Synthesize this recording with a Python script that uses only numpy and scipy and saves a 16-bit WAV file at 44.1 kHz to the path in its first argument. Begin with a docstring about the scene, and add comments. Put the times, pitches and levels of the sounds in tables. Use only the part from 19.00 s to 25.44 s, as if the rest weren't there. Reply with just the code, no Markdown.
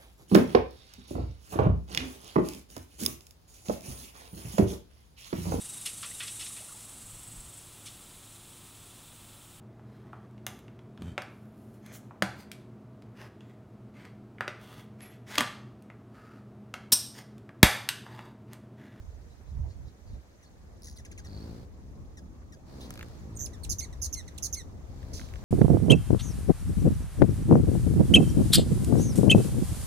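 """Hummingbirds squabble at backyard feeders on a breezy hillside, near a small stereo microphone.
Wind rumbles on the ports over the hush of the valley, and a distant bird scolds. Chips break out ahead,
then wings hum past, their tips whistling, and wings and bills tick in a clash. One bird sings from the
right, its syrinx buzzing and trilling down into arched whistles. A last fly-by brings rasps and ticks."""
import sys
import numpy as np
from scipy import signal
from scipy.io import wavfile
from scipy.ndimage import uniform_filter1d

SR = 44100
rng = np.random.default_rng(int(sys.argv[2]) if len(sys.argv) > 2 else 0)


def generate_wav(signal):
    """Clip the signal to [-1, 1] and save it as 16-bit WAV at the path in sys.argv[1]."""
    frames = np.transpose(np.atleast_2d(signal))
    scaled = np.clip(frames, -1, 1) * 32767
    pcm = np.round(scaled).astype(np.int16)
    wavfile.write(sys.argv[1], SR, pcm)


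N = 284004


def syrinx(hz, level_db, fall_db=4.0, breath_db=-28.0, second_db=0, waver=0.14):
    """The bird's voice: overtones of one wavering pitch, fall_db weaker at each step, plus breath."""
    attack_s, release_s = .0035, .0029
    hz = hz * (1 + waver * uniform_filter1d(rng.standard_normal(len(hz)), 30))
    phase = 2 * np.pi * np.cumsum(hz) / SR
    tone = sum(gain_of(-fall_db * k + second_db * (k == 1)) * np.sin((k + 1) * phase)
               * ((k + 1) * hz < SR / 2) for k in range(8))
    breath = gain_of(breath_db) * rng.standard_normal(len(hz))
    t = np.arange(len(hz)) / SR
    edges = np.sin(np.pi / 2 * np.clip(np.minimum(t / attack_s, t[::-1] / release_s), 0, 1)) ** 2
    return gain_of(level_db) * (tone + breath) * edges


def trill(track, contour, per_s, lead):
    """Adds a note whose pitch dives once a cycle; lead is the share of a cycle before the first dip."""
    times, *columns = np.transpose(contour)
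    t = np.arange(times[0], times[-1], 1 / SR)
    top_hz, db, depth_hz = (np.interp(t, times, column) for column in columns)
    top_hz = uniform_filter1d(top_hz, round(.004 * SR), mode="nearest")  # 4 ms glide
    cycles = per_s * (t - times[0]) - lead
    dip = np.cos(np.pi * cycles) ** 2
    # shallow trills throb in level; deep ones are breathy and unsteady
    throb = np.clip(1.6 - depth_hz / 1200, .35, 1) * np.clip(depth_hz / 300, 0, 1)
    choke_db = 1500 / per_s * throb * np.cos(np.pi * (cycles + 0.3)) ** 2
    note = syrinx(top_hz - depth_hz * dip ** 1.6, db - choke_db, breath_db=-31 + depth_hz / 180,
                  waver=.095 + .05 * np.clip(depth_hz / 800, 0, 1))
    add(track, times[0], note)


def trills(ahead, right):
    """A small falling trill ahead; later the song opens on the right, with a thin voice above it."""
    # note contours (time [s], top pitch [Hz], level [dB], dip depth [Hz])
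    small = [(1.957, 6070, -61, 1500), (1.968, 5500, -56, 1820), (1.98, 4720, -50, 1510)]
    high_voice = [(4.352, 8900, -51, 500), (4.37, 8620, -46, 397), (4.39, 8660, -80, 400)]
    opening = [(4.363, 7010, -55, 600), (4.374, 6910, -39.5, 603), (4.384, 6700, -71, 606),
               (4.392, 6920, -39, 807), (4.409, 7140, -37, 1083), (4.456, 7090, -39, 1098),
               (4.461, 5150, -37, 3), (4.467, 3120, -49.5, -3), (4.474, 1900, -49, 0)]
    trill(ahead, small, per_s=180, lead=0.24)
    for contour in (high_voice, opening):
        trill(right, contour, per_s=140, lead=0.31)


def buzzes(track):
    """Trills with pitch dips so deep that they buzz."""
    # buzz cues (time [s], length [s], dip rate [Hz], level [dB])
    cues = [(4.692, 0.048, 134, -31), (5.015, 0.061, 134, -33.5), (5.423, 0.054, 134, -32.5)]
    # contour of each buzz (position [share of length], top pitch [Hz], level offset [dB], dip depth [Hz])
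    shape = [(0, 4630, -5, 1438), (.07, 6890, -4, 1460), (.16, 7010, 0.5, 1993), (.8, 6830, -2, 2750),
             (1, 5810, -25, 2670)]
    for s, length, per_s, db in cues:
        contour = [(s + u * length, hz, db + offset, depth) for u, hz, offset, depth in shape]
        trill(track, contour, per_s, lead=-0.14)


def trilled_whistles(track):
    """A fast trill drops into a whistle that settles, arches and falls."""
    # notes (time [s], trill length [s], trill level [dB], whistle length [s], whistle entry [dB],
    # arch position [share of whistle], arch pitch [Hz], end pitch [Hz])
    notes = [(4.783, 0.017, -33, 0.046, -43.5, 0.6, 2265, 1820),
             (5.125, 0.019, -32.5, 0.06, -51, 0.44, 2117, 1833),
             (5.525, .021, -31.5, 0.065, -52.5, 0.28, 2190, 1810)]
    depth_hz, drop_s, arch_db, tail_db = 893, .0105, -41, -47
    for s, trill_s, db, whistle_s, entry_db, arch, arch_hz, end_hz in notes:
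        land = s + trill_s + drop_s
        contour = [(s, 7010, db - 4, depth_hz),
                   (s + trill_s, 6300, db, depth_hz),
                   (land, 2215, entry_db, 0),
                   (land + .51 * arch * whistle_s, 2060, (entry_db + arch_db) / 2, 0),
                   (land + arch * whistle_s, arch_hz, arch_db, 0),
                   (land + whistle_s, end_hz, tail_db, 0)]
        trill(track, contour, per_s=255.4, lead=0.73)


def chips(ahead, right):
    """Short, breathy calls that fall in pitch as they fade."""
    # chips (time [s], length [s], start pitch [Hz], end pitch [Hz], level [dB], side [0 ahead, 1 right])
    cues = [ (1.426, 0.031, 2060, 1620, -54.5, 0), (1.87, 0.024, 2090, 1620, -46, 0),
            (1.981, 0.028, 2100, 1680, -47, 0), (2.048, 0.021, 3260, 1450, -44.5, 0),
            (2.112, 0.021, 3360, 1370, -45.5, 0), (2.175, 0.032, 3180, 1396, -44, 0),
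            (2.245, 0.029, 2030, 1640, -47.5, 0), (3.17, 0.028, 2050, 1580, -46.5, 0),
            (3.521, 0.032, 2000, 1496, -49.5, 0), (4.402, 0.0195, 1930, 1610, -45, 0),
            (4.531, 0.029, 2040, 1665, -49, 1), (4.926, 0.017, 2075, 1780, -46.5, 1),
            (5.277, 0.016, 2225, 1750, -42, 1)]
    # steep pitch dives (time [s], length [s], bend position [share of length], level [dB])
    dives = [(4.633, .023, 0.59, -39), (5.377, 0.013, .33, -38.5)]
    knee_hz, plunge_s, fade_db = 2250, .0026, -6
    for s, length, start_hz, end_hz, db, side in cues:
        u = np.linspace(0, 1, round(length * SR))
        glide = end_hz + (min(start_hz, knee_hz) - end_hz) * (1 - u)
        plunge = max(start_hz - knee_hz, 0) * np.exp(-u * length / plunge_s)
        chip = syrinx(glide + plunge, db + fade_db * u, fall_db=5.0, breath_db=-17.0,
                      second_db=-1 if side else -11, waver=0.18)
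        add(right if side else ahead, s, chip)
    for s, length, bend, db in dives:
        u = np.linspace(0, 1, round(length * SR))
        hz = np.interp(u, [0, bend, 1], [4650, 3900, 1940])
        add(right, s, syrinx(hz, db + fade_db * u, fall_db=3.0, breath_db=-12.0))


def flicks(track):
    """Nine quick upward chirps in a run that slows, swelling and fading."""
    start_s, gap_s, slowing_s, peak_db = 1.819, .0117, .0002, -44
    hz = np.linspace(2900, 6800, round(.005 * SR))
    for k in range(9):
        flick = syrinx(hz, peak_db - .4 * (k - 3.3) ** 2, fall_db=3.5)
        add(track, start_s + k * gap_s + slowing_s * k ** 2, flick)


def rasps(ahead, right):
    """Harsh calls: the pitch loses hold and the breathy voice pulses 220 times a second."""
    # rasps (time [s], length [s], level [dB], centre pitch [Hz], side [0 ahead, 1 right])
    cues = [(1.838, 0.12, -62.5, 6300, 0), (3.805, 0.067, -58, 4080, 0), (6.131, 0.055, -50, 5100, 1),
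            (6.167, 0.15, -53, 4200, 1)]
    for s, length, db, centre_hz, side in cues:
        t = np.arange(round(length * SR)) / SR
        hz = centre_hz + 900 * wobble(len(t), 40)
        pulses = 1.75 + np.cos(np.pi * 220 * t) ** 2
        add(right if side else ahead, s, pulses * syrinx(hz, db - 130 * t, fall_db=33.0, breath_db=-6.0))


def calls():
    """The near voices, coloured by throat, bill and microphone, on two tracks: ahead and right."""
    # EQ of throat, bill and microphone (frequency [Hz], gain [dB])
    bill_eq = [(1200, -13), (2100, -13.5), (3100, -4.5), (4100, -4.5), (5300, -2), (6400, 7), (7000, 1),
               (7500, -2.5), (10300, 2.5), (11800, -3.5), (13000, -5.5), (16000, -9)]
    # extra EQ for the birds ahead, bills turned the other way (frequency [Hz], gain [dB])
    turned_eq = [(2000, 4.5), (3900, 7.5), (5500, 2), (7500, 2), (12500, -3.5), (15000, 4)]
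    tracks = np.zeros((2, N))
    ahead, right = tracks
    trills(ahead, right)
    buzzes(right)
    trilled_whistles(right)
    chips(ahead, right)
    flicks(ahead)
    rasps(ahead, right)
    ahead, right = coloured(tracks, bill_eq)
    return coloured(ahead[None], turned_eq)[0], right


def wings():
    """Each wingbeat pushes a puff of air: a low, unsteady hum and a rush that swells with the stroke."""
    # fly-bys and hovers (start [s], nearest [s], end [s], first beat rate [Hz], last beat rate [Hz],
    # hum level [dB], rush level [dB])
    flights = [(2.222, 2.443, 2.67, 46, 63, -43, -51.5), (2.661, 2.944, 2.94, 59, 69, -54, -87),
               (3.641, 3.82, 4.25, 70.6, 51, -47.5, -51.5), (4.161, 4.29, 4.73, 51.4, 60.6, -47, -64.5),
               (5.869, 6.06, 6.5, 66, 62.6, -50.5, -56.5)]
    # air through feathers (frequency [Hz], gain [dB])
    rush_eq = [(600, 10), (1900, -3.5), (3100, -9), (4500, -0.5), (7500, -12.5), (16000, -18)]
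    hum_far_db, rush_far_db = -14.5, -7
    hums, rushes = np.zeros(N), np.zeros((2, N))
    for start, nearest, end, first_hz, last_hz, hum_db, rush_db in flights:
        t = np.arange(start, end, 1 / SR)
        far = np.interp(t, [start, nearest, end], [1, 0, 1]) ** 2
        beat_hz = np.linspace(first_hz, last_hz, len(t)) * (1 + .012 * wobble(len(t), 900))
        phase = 2 * np.pi * np.cumsum(beat_hz) / SR
        fade = signal.windows.tukey(len(t), .15)
        flutter = unit_rms(uniform_filter1d(uniform_filter1d(rng.standard_normal((11, len(t))), 500), 500))
        hum = sum(gain_of(-2.4 * k - 2 * (k % 2) + 1.5 * flutter[-k])
                  * np.cos(k * phase + .05 * k * flutter[k]) for k in range(2, 11))
        add(hums, start, gain_of(hum_db + hum_far_db * far) * unit_rms(hum) * fade)
        swell = gain_of(rush_db + rush_far_db * far) * np.exp(0.21 * np.cos(phase)) * fade
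        shared, *own = rng.standard_normal((3, len(t)))
        for port, air in zip(rushes, own):
            add(port, start, swell * unit_rms(air + 0.19 * shared))
    return hums, coloured(rushes, rush_eq)


def wing_tips():
    """Wing tips whistle a pip on each beat, and a weaker one on the way back."""
    # the stronger pip of each beat (time [s], level [dB])
    beats = [(2.2702, -44), (2.2955, -48), (2.3133, -49), (2.3305, -45), (2.347, -45), (2.3639, -50),
             (2.374, -42), (2.3914, -49), (2.4089, -46), (2.4265, -46), (2.4446, -50), (2.4629, -55),
             (2.4997, -53), (2.5186, -67)]
    pip_hz, width_s, backstroke_s, backstroke_db = 4450, .0011, .0079, -10
    out, t = np.zeros(N), np.arange(500) / SR
    envelope = np.exp(-((t - 2 * width_s) / width_s) ** 2)
    for s, db in beats:
        for delay_s, offset_db in ((0, 0), (backstroke_s, backstroke_db)):
            detune, spread = rng.standard_normal(2)
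            pip = np.sin(2 * np.pi * pip_hz * (1 + .02 * detune) * t) * envelope
            add(out, s + delay_s, gain_of(db + offset_db * (1 + .4 * spread)) * pip)
    return out


def knocks():
    """Wings and bills snap and crack: a track from the right, and a stereo pair for clashes in front."""
    # hits (time [s], snap drive [dB], crack drive [dB], right port lag [samples]);
    # a negative lag only marks a hit from the right
    hits = [(3.9059, -28.5, -27, 8), (3.9395, -36, -38, 7), (3.956, -39, -35, 4.5), (3.9752, -39, -27, 7),
            (3.9922, -39.5, -26, 5.5), (4.0098, -48, -25, 4), (4.0279, -37, -26.5, 2.5),
            (4.085, -50.5, -62, -1.5), (6.0285, -51, -39, -3), (6.195, -56, -32.5, -3.5),
            (6.214, -57, -31.5, 3), (6.287, -49, -38, -3), (6.337, -45, -34.5, -1.5),
            (6.357, -50, -33.5, -2)]
    hollow = signal.butter(2, [1250, 3000], "band", fs=SR)
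    bright = signal.butter(1, [3000, 10000], "band", fs=SR)
    right, front, t = np.zeros(N), np.zeros((2, N)), np.arange(500) / SR
    for s, snap_db, crack_db, lag in hits:
        snap, crack = rng.standard_normal((2, len(t)))
        snap *= gain_of(snap_db - 60 * t / 0.007)
        crack *= gain_of(crack_db - 60 * t / 0.015) * np.minimum(t / 0.00089, 1)
        knock = signal.lfilter(*bright, snap) + signal.lfilter(*hollow, crack)
        if lag < 0:
            add(right, s, knock)
        else:
            add(front[0], s, knock)
            add(front[1], s + lag / SR, knock)
    return right, front


def far_birds():
    """Short sliding whistles and hoarse scolds, blurred by distance."""
    # whistles (time [s], length [s], start pitch [Hz], end pitch [Hz], level [dB])
    whistles = [(1.438, 0.058, 4370, 4380, -64), (4.177, 0.042, 7000, 6400, -68)]
    # scolds (time [s], centre pitch [Hz], level [dB])
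    scolds = [(.28, 3900, -69), (.45, 3950, -68), (0.669, 4400, -64), (0.842, 3900, -65.5),
              (1.05, 4500, -65.5), (1.101, 3900, -66.5)]
    out = np.zeros(N)
    for s, length, start_hz, end_hz, db in whistles:
        n = round(length * SR)
        blur = .4 + wobble(n, 110)
        tone = np.sin(2 * np.pi * np.cumsum(np.linspace(start_hz, end_hz, n)) / SR)
        add(out, s, gain_of(db) * blur * tone * np.hanning(n))
    hiss_band, n = signal.butter(2, [4200, 7000], "band", fs=SR), round(.08 * SR)
    for s, centre_hz, db in scolds:
        hz = centre_hz + 120 * wobble(n, 120)
        hoarse = wobble(n, 90) * np.sin(2 * np.pi * np.cumsum(hz) / SR)
        hiss = gain_of(-7) * unit_rms(signal.lfilter(*hiss_band, rng.standard_normal(n)))
        add(out, s, gain_of(db) * (hoarse + hiss) * np.hanning(n))
    return out


def breeze():
    """Wind buffets each port unevenly, over a low wash that lifts with the gusts and a treble rustle."""
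    # gusts (time [s], level [dB])
    gusts = [(0, -42), (.41, -50.5), (.61, -29), (.72, -44), (.88, -40.5), (.95, -59.5), (1.15, -39.5),
             (1.23, -55), (1.38, -60), (1.6, -50.5), (2.36, -43.5), (2.8, -49), (3.0, -45), (3.6, -49),
             (4.54, -42), (4.63, -42.5), (4.7, -31), (4.77, -42), (5.05, -40), (5.27, -45.5), (5.6, -43.5),
             (6.44, -38.5)]
    # wind balance (time [s], left over right [dB])
    balance = [(0, -6), (.6, -8), (2.3, 3), (4.4, -2.5), (4.6, 8), (5.2, -0.5), (6.44, 6)]
    # valley hush (time [s], wash level [dB], rustle level [dB])
    hush = [(0.0, -59.5, -61.5), (3.66, -51.5, -64), (3.84, -50, -59.5), (5.36, -54.5, -58),
            (5.74, -52, -61), (6.44, -53.5, -53.5)]
    # spectra of port rumble, wash and rustle (frequency [Hz], density [dB])
    rumble_eq = [(11, -62), (18, -16), (65, 5), (83, 2.5), (180, -21), (230, -41)]
    wash_eq = [(71, -13.5), (120, -5.5), (204, -4.5), (363, -12.5), (1300, -27), (1690, -83)]
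    rustle_eq = [(590, 0), (1000, -8), (1890, -9), (3010, -17.5), (3620, -15.5), (5250, -15.5), (6330, -13),
                 (8260, -22), (16000, -28)]
    # stereo image of the hush (frequency [Hz], left-right correlation [-1 to 1])
    image = [(60, 1), (380, 0.4), (2380, -0.26), (15000, 0.16)]
    t = np.arange(N) / SR
    gusts_db = np.interp(t, *np.transpose(gusts))
    pan = gain_of(np.outer([.5, -.5], np.interp(t, *np.transpose(balance))))
    rumble = stereo_noise(rumble_eq, size=4096, patchy_db=2.5, likeness=lambda hz: 0.37 + hz / 300)
    rumble /= np.sqrt(uniform_filter1d(rumble ** 2, 6000)) ** .6  # steadied, so the gusts set the swells
    rumble *= gain_of(gusts_db) * pan / np.sqrt((pan ** 2).mean(0))
    times, wash_db, rustle_db = np.transpose(hush)
    wash = stereo_noise(wash_eq, size=1024, patchy_db=3.0, likeness=lambda hz: curve_at(image, hz))
    wash *= gain_of(0.33 * (gusts_db + 45.5) + np.interp(t, times, wash_db))
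    rustle = stereo_noise(rustle_eq, size=256, patchy_db=1.5, likeness=lambda hz: curve_at(image, hz))
    return rumble + wash + rustle * gain_of(np.interp(t, times, rustle_db))


def patio(x, near_t60=0.086, far_t60=0.48):
    """Feeder and railing scatter back at once; the wall and ground add a fainter, longer tail."""
    taps = np.zeros((2, 12000))
    at = np.arange(40, 11960, 20) + rng.integers(0, 20, (2, 596))
    decay = gain_of(-60 * at / SR / near_t60) + gain_of(-24.0 - 60 * at / SR / far_t60)
    np.put_along_axis(taps, at, rng.choice([-1., 1.], at.shape) * decay, 1)
    return signal.oaconvolve(x[None], taps / np.linalg.norm(taps[0]), axes=1)[:, :N]


def stereo_noise(spectrum, size, patchy_db, likeness):
    """A stereo noise bed of random short-time spectra with drifting patches, rms 1."""
    frames, hz = 4 * N // size + 5, np.fft.rfftfreq(size, 1 / SR)
    a, b, c, d, patches = rng.standard_normal((frames, len(hz), 5)).T
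    patches = unit_rms(uniform_filter1d(uniform_filter1d(patches, 9, 0), 9, 1))
    shared = np.clip(likeness(hz), -1, 1)[:, None]
    left = a + 1j * b
    right = shared * left + np.sqrt(1 - shared ** 2) * (c + 1j * d)
    shape_db = curve_at(spectrum + [(1.3 * spectrum[-1][0], -90)], hz)[:, None]
    spectra = np.array([left, right]) * gain_of(shape_db + patchy_db * patches)
    return unit_rms(signal.istft(spectra, nperseg=size, noverlap=size - size // 4)[1][:, :N])


def coloured(x, eq):
    """Applies an EQ curve as a smooth filter."""
    hz = np.linspace(0, SR / 2, 513)
    return signal.oaconvolve(x, signal.firwin2(401, hz, gain_of(curve_at(eq, hz)), fs=SR)[None], "same")


def curve_at(points, hz):
    f, value = np.transpose(points)
    return np.interp(np.log(hz + 1), np.log(f + 1), value)


def wobble(n, smoothing):
    return unit_rms(uniform_filter1d(rng.standard_normal(n), smoothing))


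def gain_of(db):
    return 10 ** (np.asarray(db) / 20)


def unit_rms(x):
    return x / np.sqrt(np.mean(x ** 2) + 1e-20)


def add(mix, s, sound):
    part = mix[round(s * SR):][:len(sound)]
    part += sound[:len(part)]


def scene():
    """Places the birds ahead and to the right of the two ports, with patio reverb and the breeze."""
    # shadow on the left port for sound from the right (frequency [Hz], gain [dB])
    shadow_eq = [(2000, 0), (4000, -7.5), (6300, -10.5)]
    # lean of sound from ahead (frequency [Hz], left over right [dB])
    lean_eq = [(2000, 2), (4000, -1), (6300, -0.5), (12000, 6)]
    ahead_lag, right_lag = 8, 21  # samples between the ports
    ahead, right = calls()
    pips = wing_tips()
    right_knocks, front_knocks = knocks()
    hum, rush = wings()
    ahead = ahead + far_birds()
    send = ahead + gain_of(4) * right + gain_of(-5) * (pips + right_knocks + front_knocks[0])
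    reverb = gain_of([[-8], [-9]]) * patio(send)
    ahead, right = ahead + pips, right + right_knocks
    slightly_left = np.array([coloured(ahead[None], lean_eq)[0] + hum, np.roll(ahead + hum, ahead_lag)])
    shadowed = coloured(np.roll(right, right_lag)[None], shadow_eq)[0]
    from_right = gain_of(4.5) * np.array([shadowed, right])
    return slightly_left + from_right + front_knocks + rush + reverb + breeze()


def record(dry):
    """A steep low-pass at 16 kHz."""
    return signal.oaconvolve(dry, signal.firwin(511, 16000, window=("kaiser", 9), fs=SR)[None], "same")


dry = scene()
out = record(dry)
generate_wav(out)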